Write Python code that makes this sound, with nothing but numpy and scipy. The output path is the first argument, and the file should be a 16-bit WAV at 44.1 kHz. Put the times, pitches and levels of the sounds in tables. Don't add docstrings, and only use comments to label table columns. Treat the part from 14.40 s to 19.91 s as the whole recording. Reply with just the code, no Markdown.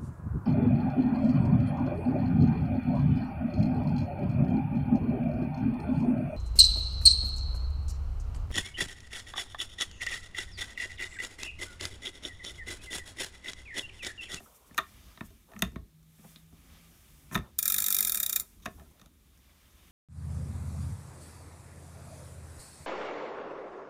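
import sys
import numpy as np
from scipy import signal
from scipy.fft import rfft, irfft, next_fast_len
from scipy.io import wavfile

SR = 44100
rng = np.random.default_rng(int(sys.argv[2]) if len(sys.argv) > 2 else 0)


def elevation(decibels):
    levels = np.asarray(decibels, float)
    return 10 ** (levels / 20)


def generate_wav(sig):
    pcm = np.round(np.clip(np.atleast_2d(sig).T, -1, 1) * 32767).astype(np.int16)
    wavfile.write(sys.argv[1], SR, pcm)


N = 242991


# [peak level/dB, seat rel/dB, wheel ring rel/dB, rattle/ms]
PAWL_DROPS = [
    (-15, 2, 2, 4.5),
    (-17, -1, 2, 1.8),
]
# [t/s, peak level/dB]
REBOUNDS = [
    (3.292, -30),
    (3.319, -36),
    (3.448, -35),
    (3.513, -20.5),
    (3.533, -41),
    (3.681, -22),
    (3.755, -18),
    (3.806, -38),
    (3.845, -40),
    (4.006, -24.5),
]
# [f/Hz, level/dB, t60/s]
PAWL_MODES = [(4600, -12, 0.013), (5650, -66, 0.016), (5880, -11, .012), (6600, -21, 0.0093),
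              (7260, -4.5, 0.024), (7640, -4.5, .015), (8600, -3, 0.03), (9830, -12, 0.0097),
              (9760, 4, 0.021), (10700, -2, .006), (11520, -4, .005), (12100, -19.5, 0.0016),
              (12320, 3.5, .008), (13230, 4.5, .006), (13100, -6, .01), (13400, -12, .008),
              (14300, -11, .006), (14180, 8, .008), (15120, -20, .008)]
# [f/Hz, level/dB, t60/s]
WHEEL_MODES = [(1310, -21, 0.025), (1700, -28, 0.03), (1828, -17, 0.014), (2090, -24, 0.037),
               (2398, -17, .035), (3650, -23.5, 0.019), (3738, -10, 0.019), (3830, -17, 0.018)]


def ratchet():
    uneven_db, last_drop_db = 1.6, -2
    s = drops()
    peak_db, seat_db, ring_db, rattle_ms = np.array(PAWL_DROPS)[np.arange(len(s)) % 2].T
    peak_db = peak_db + uneven_db * rng.standard_normal(len(s)) + last_drop_db * (s == s[-1])
    late_s, late_db = np.transpose(REBOUNDS)

    seconds = np.r_[s, s - 0.0035, late_s]
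    length_ms = np.r_[rattle_ms, s * 0 + 0.8, late_s * 0 + 1.1]
    force_db = np.r_[peak_db, peak_db - 19, late_db - 3] - 11
    bursts = contacts(length_ms, rise_ms=0.15, lead_db=-2.5, spread_db=4.0, shudder_ms=11)

    def wheel_db(hz):
        slap_db = seat_db if hz < 3000 else ring_db
        return force_db + np.r_[slap_db, s * 0, late_s * 0 - 4]

    pawl = strike(PAWL_MODES, seconds, bursts, lambda hz: force_db, shudder_db=-8.5, dull_db=0.5,
                  lag_cycles=0, cycles=59.0)
    wheel = strike(WHEEL_MODES, seconds, bursts, wheel_db, shudder_db=-1.5, dull_db=4.5,
                   lag_cycles=1.5, cycles=78.0)
    gap = signal.butter(1, [2750, 3250], "bandstop", fs=SR, output="sos")
    wheel = signal.sosfilt(gap, wheel)
    return high_pass(pawl, 4860, order=4) + high_pass(wheel, 690, order=4)


# [t/s, pawl drops per s]
HAUL_SPEED = [
    (3.1878, 19.12),
    (3.274, 45.47),
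    (3.431, 52.71),
    (3.438, 46.83),
    (3.606, 50.09),
    (3.655, 43.75),
    (3.897, 28.65),
    (3.926, 32.94),
    (4.02, 21.76),
]


def drops():
    s, rate = np.transpose(HAUL_SPEED)
    t = np.arange(s[0], s[-1], 1 / SR)
    travel = np.cumsum(np.interp(t, s, rate)) / SR
    return np.interp(np.arange(int(travel[-1]) + 1), travel, t)


# [t/s, peak level/dB, bench rel/dB, belly rel/dB, brightness rel/dB]
KNOCKS = [(0.0014, -49.5, 7, 20.5, -5.5), (0.3087, -53, 16.5, -14.5, -17), (0.8075, -29.5, 7.5, -22, -24),
          (0.9039, -62, 8, 26.5, -4), (1.1169, -50, -11, 12, -11), (1.134, -46, 9.5, -18, -15),
          (1.1628, -43, 11, -17.5, -17), (1.3578, -34, 6, -6, -27), (1.8439, -57, 14.5, 19, -16.5),
          (2.1232, -59.5, 14.5, 22, -32), (2.912, -39, 11, -26, -20), (2.9757, -29, 4, -17.5, -12),
          (2.988, -44, 16, -5, -10), (4.1993, -63, -18, -16, 0.5), (4.3962, -51.5, 7.5, -6, -5),
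          (4.5959, -55.5, -9.5, -5, -0.5), (4.6143, -50, -0.5, -11, -2), (4.659, -54, 5, -10, -2)]
CLACKS = [(0.3783, -19.5, -37, -27, 0), (0.3816, -18, -12, -25, -16), (0.3858, -18.5, -20, -9.5, -6.5),
          (.397, -36, -16, 0, -21), (1.2193, -56, -6, -33, -15.5), (1.2213, -16.5, -2.5, -7, 1),
          (2.9456, -30, 7, -7, -0.5), (2.952, -14.5, -2, -19, -10.5), (2.9590, -28.5, -1.5, 8, 1),
          (4.2565, -28.5, -8.5, -4, -1.5), (4.2600, -24.5, -24, 0, -10), (4.271, -40.5, 3, 20.5, -9)]
RUBS = [
    (0, -71, -17, 8, -7),
    (1.09, -57, 1, 18, -20),
    (1.145, -55.5, 20, 3, -12.5),
    (1.78, -58.5, 17, 5, -4),
    (2.893, -57, 7, -1, -16),
    (2.918, -30.5, 7.5, -5, -15),
    (4.22, -56, -4, -5, 7.5),
    (4.40, -54, -8, 25, -6),
    (4.432, -62.5, 13, 26.5, -14),
]
# [t/s, peak level/dB]
TICKS = [
    (.3452, -51.5),
    (0.3718, -51),
    (1.191, -45),
    (1.3185, -64),
    (1.6282, -66.5),
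    (2.930, -48),
    (4.25, -56),
    (4.737, -74),
    (4.9754, -65.5),
]
# [t/s, peak level/dB, bench rel/dB, wheel ring rel/dB]
PINGS = [
    (0.774, -41.5, -2, -13),
    (0.808, -51, -18, -2.5),
    (1.36, -49, -20, -1),
    (1.9597, -57, 7, 15.5),
]
# [f/Hz, level/dB, t60/s]
HOUSING_MODES = [(339, -18, 0.067), (393, -9, 0.2), (475, -22, 0.087), (655, -5, 0.082), (689, -7, 0.099),
                 (833, -4, .015), (1095, -3.5, 0.056), (1184, -1, 0.043), (1260, 1, 0.03), (1802, 0, 0.029),
                 (1822, -8.5, 0.026), (1900, -27, 0.0072), (2550, 4.5, 0.0089), (2694, -17.5, 0.02),
                 (3564, -24.5, 0.004), (3800, -16, .015), (3660, 7, .015), (4487, -4, 0.002),
                 (5756, 4, 0.0062), (6270, 6.5, .008), (6200, -8.5, 0.023), (9720, 3, 0.0033),
                 (8800, 4.5, 0.0025), (12800, 10, 0.0012), (14000, 3.5, 0.0053)]
# [f/Hz, level/dB, t60/s]
BENCH_MODES = [(60, 5, 0.045), (86, -11, 0.45), (127.7, -7, 0.15), (191, -0.5, 0.11), (217.5, 6, 0.059),
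               (245, -21, 0.12)]


def knocks():
    def with_crack(rows, crack_db):
        return [(*row, row[-1] + crack_db) for row in rows]

    # s, peak, bench, belly, plates, crack
    pings = [(s, db, bench_db, 2.5, -13, -24) for s, db, bench_db, _ in PINGS]
    ticks = [(s, db, 4, -12, -9.5, 7.5) for s, db in TICKS]
    sharp = with_crack(KNOCKS, 4) + with_crack(CLACKS, -3.5) + pings + ticks
    rubs = with_crack(RUBS, 0)
    s, peak_db, bench_db, belly_db, plates_db, crack_db = np.transpose(sharp + rubs)

    hard = contacts(np.full(len(sharp), 2.2), rise_ms=0.35, lead_db=-4, spread_db=1.5, shudder_ms=18)
    soft = contacts(np.full(len(rubs), 16.0), rise_ms=8.4, lead_db=-60, spread_db=0.5, shudder_ms=10)
    bursts = np.concatenate([hard, soft], axis=1)

    corners = np.log([420, 950, 2100, 3500, 6000])
    tones_db = np.array([belly_db, 0 * s, 0 * s, plates_db, crack_db]).T

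    def plate_db(hz):
        return peak_db - 9.5 + np.array([np.interp(np.log(hz), corners, tone) for tone in tones_db])

    plates = strike(HOUSING_MODES, s, bursts, plate_db, shudder_db=-20, dull_db=3.0,
                    lag_cycles=1.5, cycles=45.0)
    bench = strike(BENCH_MODES, s + 0.003, bursts, lambda hz: peak_db + bench_db - 15, shudder_db=-14,
                   dull_db=0, lag_cycles=0.4, cycles=18.0)
    return high_pass(plates, 520, order=2) + high_pass(bench, 56, order=2)


def wheel_pings():
    s, peak_db, _, ring_db = np.transpose(PINGS)
    bursts = contacts(s * 0 + 1.2, rise_ms=0.21, lead_db=-3.5, spread_db=0.5, shudder_ms=7.4)
    return strike(WHEEL_MODES[-3:], s, bursts, lambda hz: peak_db + ring_db + 12, shudder_db=-16,
                  dull_db=0, lag_cycles=0, cycles=60.0)


# [t/s, slide through the hands level/dB, pressure on the sheave level/dB]
ROPE_MOVES = [(0.0, -62, -66), (0.3, -69.5, -71.5), (0.5, -64.5, -64), (0.7, -66, -66), (1.05, -71, -75),
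              (1.22, -65.5, -65), (1.4, -76.5, -74.5), (1.65, -74, -79), (1.9, -60, -65),
              (2.05, -70.5, -72.5), (2.33, -66, -65), (2.8, -64.5, -68), (3.15, -73.5, -71),
              (4.06, -62, -68), (4.2, -70.5, -71), (4.35, -65.5, -72.5), (4.7, -74.5, -74),
              (5.51, -67, -65.5)]
# [t/s, level/dB]
FLICKS = [
    (.05, -62),
    (.16, -60),
    (.28, -64),
    (.86, -59.5),
    (2.942, -46.5),
]
# [t/s, peak level/dB, length/s]
SHOVES = [(0, -51, 0.045), (.34, -60.5, 0.06), (.62, -54.5, 0.098), (.88, -55, 0.077), (1.26, -37.5, 0.026),
          (1.38, -43.5, 0.049), (1.85, -69, 0.24), (2.35, -61, 0.33), (2.99, -43, 0.039),
          (3.08, -56.5, 0.11), (3.6, -57.5, 0.89), (4.36, -58, 0.15), (5.4, -62, .3)]
# [f/Hz, level/dB per Hz]
SHEATH_COLOUR = [(1760, -40.5), (3000, -27.5), (4500, -9.5), (4900, -15.5), (5920, 2), (10600, 5),
                 (12300, 4), (16000, 2.5)]
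# [f/Hz, level/dB per Hz]
SCUFF_COLOUR = [(260, -32.5), (450, -6.5), (507, 0), (1000, -3.5), (1320, 3), (1500, -4), (2390, 0.5),
                (6000, -5.5), (7800, -41), (13200, -120)]
# [f/Hz, level/dB per Hz]
RUMBLE_COLOUR = [(21, -47), (35, 3), (70, 5.5), (114, -10.5), (163, -8), (227, -9), (324, -15),
                 (370, -14.5), (500, -31.5), (650, -51.5), (1100, -120)]


def rope():
    flick_s, rest_db = 0.013, -66.5
    slide_db, press_db = in_time(ROPE_MOVES)
    flicks = swells([(s, db, flick_s) for s, db in FLICKS])
    hiss = np.hypot(elevation(slide_db), flicks) * banded_noise(SHEATH_COLOUR, patchy_db=0.0)

    braid = banded_noise(SCUFF_COLOUR, patchy_db=1.52)
    sheave = sum(elevation(level_db) * ring(braid, hz, t60) for hz, level_db, t60 in WHEEL_MODES)
    scuff = elevation(press_db) * (braid + elevation(-12.5) * rms_one(sheave))

    weight = np.hypot(elevation(rest_db), swells(SHOVES))
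    rumble = weight * banded_noise(RUMBLE_COLOUR, patchy_db=1.37)
    return hiss + scuff + rumble


# [start t/s, length/s, f/Hz, level/dB]
HELD_NOTES = [
    (1.5, 0.72, 157.5, -61.5),
    (2.25, 0.31, 164.2, -63),
    (2.66, 0.27, 147, -65),
]


def hum():
    rise_s, fall_s, tighten_hz_per_s = 0.053, 0.07, 6.6
    t, out = np.arange(N) / SR, 0
    waver = elevation(1.9 * drift(14.0))
    for start, length, pitch_hz, db in HELD_NOTES:
        since = t - start
        held = np.clip(since / rise_s, 0, 1) * np.clip((start + length - t) / fall_s, 0, 1)
        phase = 2 * np.pi * (pitch_hz + tighten_hz_per_s * since / 2) * since
        out = out + held * elevation(db) * np.sin(phase)
    return np.sqrt(2) * waver * out


# [f/Hz, level/dB, t60/s]
SEAT_MODES = [(201.3, -59, 0.066), (399, -65.5, 0.052), (623, -68.5, 0.15), (722, -67, 0.019),
              (966, -66, 0.0072), (1278, -59.5, 0.096)]


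def haul():
    teeth = np.bincount((drops() * SR).astype(int), minlength=N)
    running = np.clip(signal.fftconvolve(teeth, np.hanning(SR // 12))[:N] / 2, 0, 1)
    shake, seat = rng.standard_normal(N), 0
    for hz, level_db, t60 in SEAT_MODES:
        mode = ring(ring(shake, hz, t60), hz, t60)
        seat = seat + elevation(level_db) * rms_one(mode)
    return running * seat


# [start t/s, end t/s, first level/dB, last level/dB]
DRAG_STROKES = [
    (0, 0.364, -70, -68),
    (1.091, 1.2, -66.5, -73),
    (1.848, 1.89, -58, -88),
    (2.986, 3.104, -65, -77),
    (4.384, 4.47, -64.5, -68.5),
    (4.513, 4.67, -74, -79),
]
# [f/Hz, level/dB per Hz]
WOOD_COLOUR = [(300, -14), (420, 1.5), (750, 1), (1200, 2), (1500, -7), (1800, -25.5)]


def drag():
    rows = []
    for start, end, first_db, last_db in DRAG_STROKES:
        rows += [(start - 0.03, -95), (start, first_db), (end, last_db), (end + 0.03, -95)]
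    return elevation(in_time(rows)[0] + 5) * banded_noise(WOOD_COLOUR, patchy_db=4.0)


def workshop(x):
    t60_s, wall_cut_hz = 0.2, 9300
    size = next_fast_len(N + SR)
    turn = -2j * np.pi * np.arange(size // 2 + 1) / size
    dull = np.exp(-2 * np.pi * wall_cut_hz / SR)
    soft, walls = (1 - dull) / (1 - dull * np.exp(turn)), 0
    lags = (rng.uniform(0.013, 0.03, size=10) * SR).astype(int)
    for k, lag in enumerate(lags):
        loop = elevation(-60 * lag / SR / t60_s) * soft * np.exp(turn * lag)
        walls = walls + (-1) ** k * loop / (1 - loop)
    return irfft(rfft(x, size) * walls, size)[:N]


# [f/Hz, level/dB per Hz]
AIR_COLOUR = [(15, -36), (25, -7), (49, -3.5), (202, -6.5), (553, -26), (726, -27.5), (3060, -35),
              (3700, -19), (4600, -36), (15200, -25), (16500, -43)]


def still_air():
    return elevation(-65.5 - 6.5) * banded_noise(AIR_COLOUR, patchy_db=0.6)


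def contacts(length_ms, rise_ms, lead_db, spread_db, shudder_ms):
    ms = np.arange(4000) * 1000 / SR
    draw = rng.random((len(length_ms), 2, len(ms)))
    sizes = elevation(-spread_db * np.log(np.maximum(draw[:, 0], 0.015))) * np.sign(draw[:, 1] - 0.5)
    sizes = sizes * (1 - np.exp(-(ms + 0.03) / rise_ms))
    blow = sizes * np.exp(-ms / np.clip(length_ms, 0.3, 25)[:, None])
    energy = np.sqrt(np.sum(blow ** 2, axis=1, keepdims=True))
    click = elevation(lead_db) * (np.arange(len(ms)) == 8)
    shudder = sizes * np.exp(-ms / shudder_ms) / energy
    return np.array([blow / energy + click, shudder])


def strike(modes, seconds, bursts, colour_db, shudder_db, dull_db, lag_cycles, cycles):
    out, chance = np.zeros(N), rng.standard_normal((len(seconds), len(modes)))
    blow, shudder = bursts
    for (hz, level_db, t60), luck in zip(modes, chance.T):
        first = np.round((seconds + lag_cycles / hz) * SR).astype(int)
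        at = first[:, None] + np.arange(blow.shape[1])
        force = blow + shudder * elevation(shudder_db - dull_db * np.log2(hz / 1000))
        force = force * elevation(colour_db(hz) + level_db + 2 * luck)[:, None]
        clicks = np.bincount(at.ravel(), force.ravel(), N)[:N]
        out += ring(clicks, hz, min(t60, cycles / hz))
    return out


def ring(clicks, hz, t60):
    r, w = elevation(-60 / (t60 * SR)), 2 * np.pi * hz / SR
    return signal.lfilter([0, np.sin(w)], [1, -2 * r * np.cos(w), r * r], clicks + 1e-18)


def banded_noise(spectrum, patchy_db):
    hz, level_db = np.transpose(spectrum)
    edges = np.geomspace(hz[0], hz[-1], int(3 * np.log2(hz[-1] / hz[0])) + 2)
    out, together, white = 0, drift(3.3), rng.standard_normal((2, N))
    for k, (low, high) in enumerate(zip(edges, edges[1:])):
        sos = signal.butter(2, [low, high], "band", fs=SR, output="sos")
        band = signal.sosfilt(sos, white[k % 2])
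        colour_db = np.interp(np.log(low * high) / 2, np.log(hz), level_db)
        out = out + band * elevation(colour_db + patchy_db * (together + 0.77 * drift(19.0)))
    return rms_one(out)


def drift(rate_hz):
    r = np.exp(-2 * np.pi * rate_hz * 40 / SR)
    slow = signal.lfilter([1], [1, -2 * r, r * r], rng.standard_normal(N // 40 + 2002))[2000:]
    return np.interp(np.arange(N) / 40, np.arange(len(slow)), rms_one(slow))


def swells(rows):
    t = np.arange(N) / SR
    return np.sqrt(sum(elevation(db) ** 2 * np.exp(-((t - s) / length) ** 2) for s, db, length in rows))


def in_time(rows):
    s, *columns = np.transpose(rows)
    return [np.interp(np.arange(N) / SR, s, c) for c in columns]


def rms_one(x):
    return x / np.sqrt(np.mean(x ** 2) + 1e-20)


def high_pass(x, hz, order):
    return signal.sosfilt(signal.butter(order, hz, "high", fs=SR, output="sos"), x)


def scene():
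    pulley = knocks() + ratchet() + wheel_pings()
    air = still_air()
    room = elevation(-22) * workshop(pulley)
    return (pulley + room + rope() + hum() + air + haul() + drag())[None]


def band_limit(x):
    return signal.sosfilt(signal.butter(12, 16650, fs=SR, output="sos"), x)


def record(dry):
    steep_cut = signal.cheby2(10, 50, 16500, fs=SR, output="sos")
    mix = signal.sosfilt(steep_cut, high_pass(dry, 36, order=2))
    return band_limit(mix)


dry = scene()
out = record(dry)
generate_wav(out)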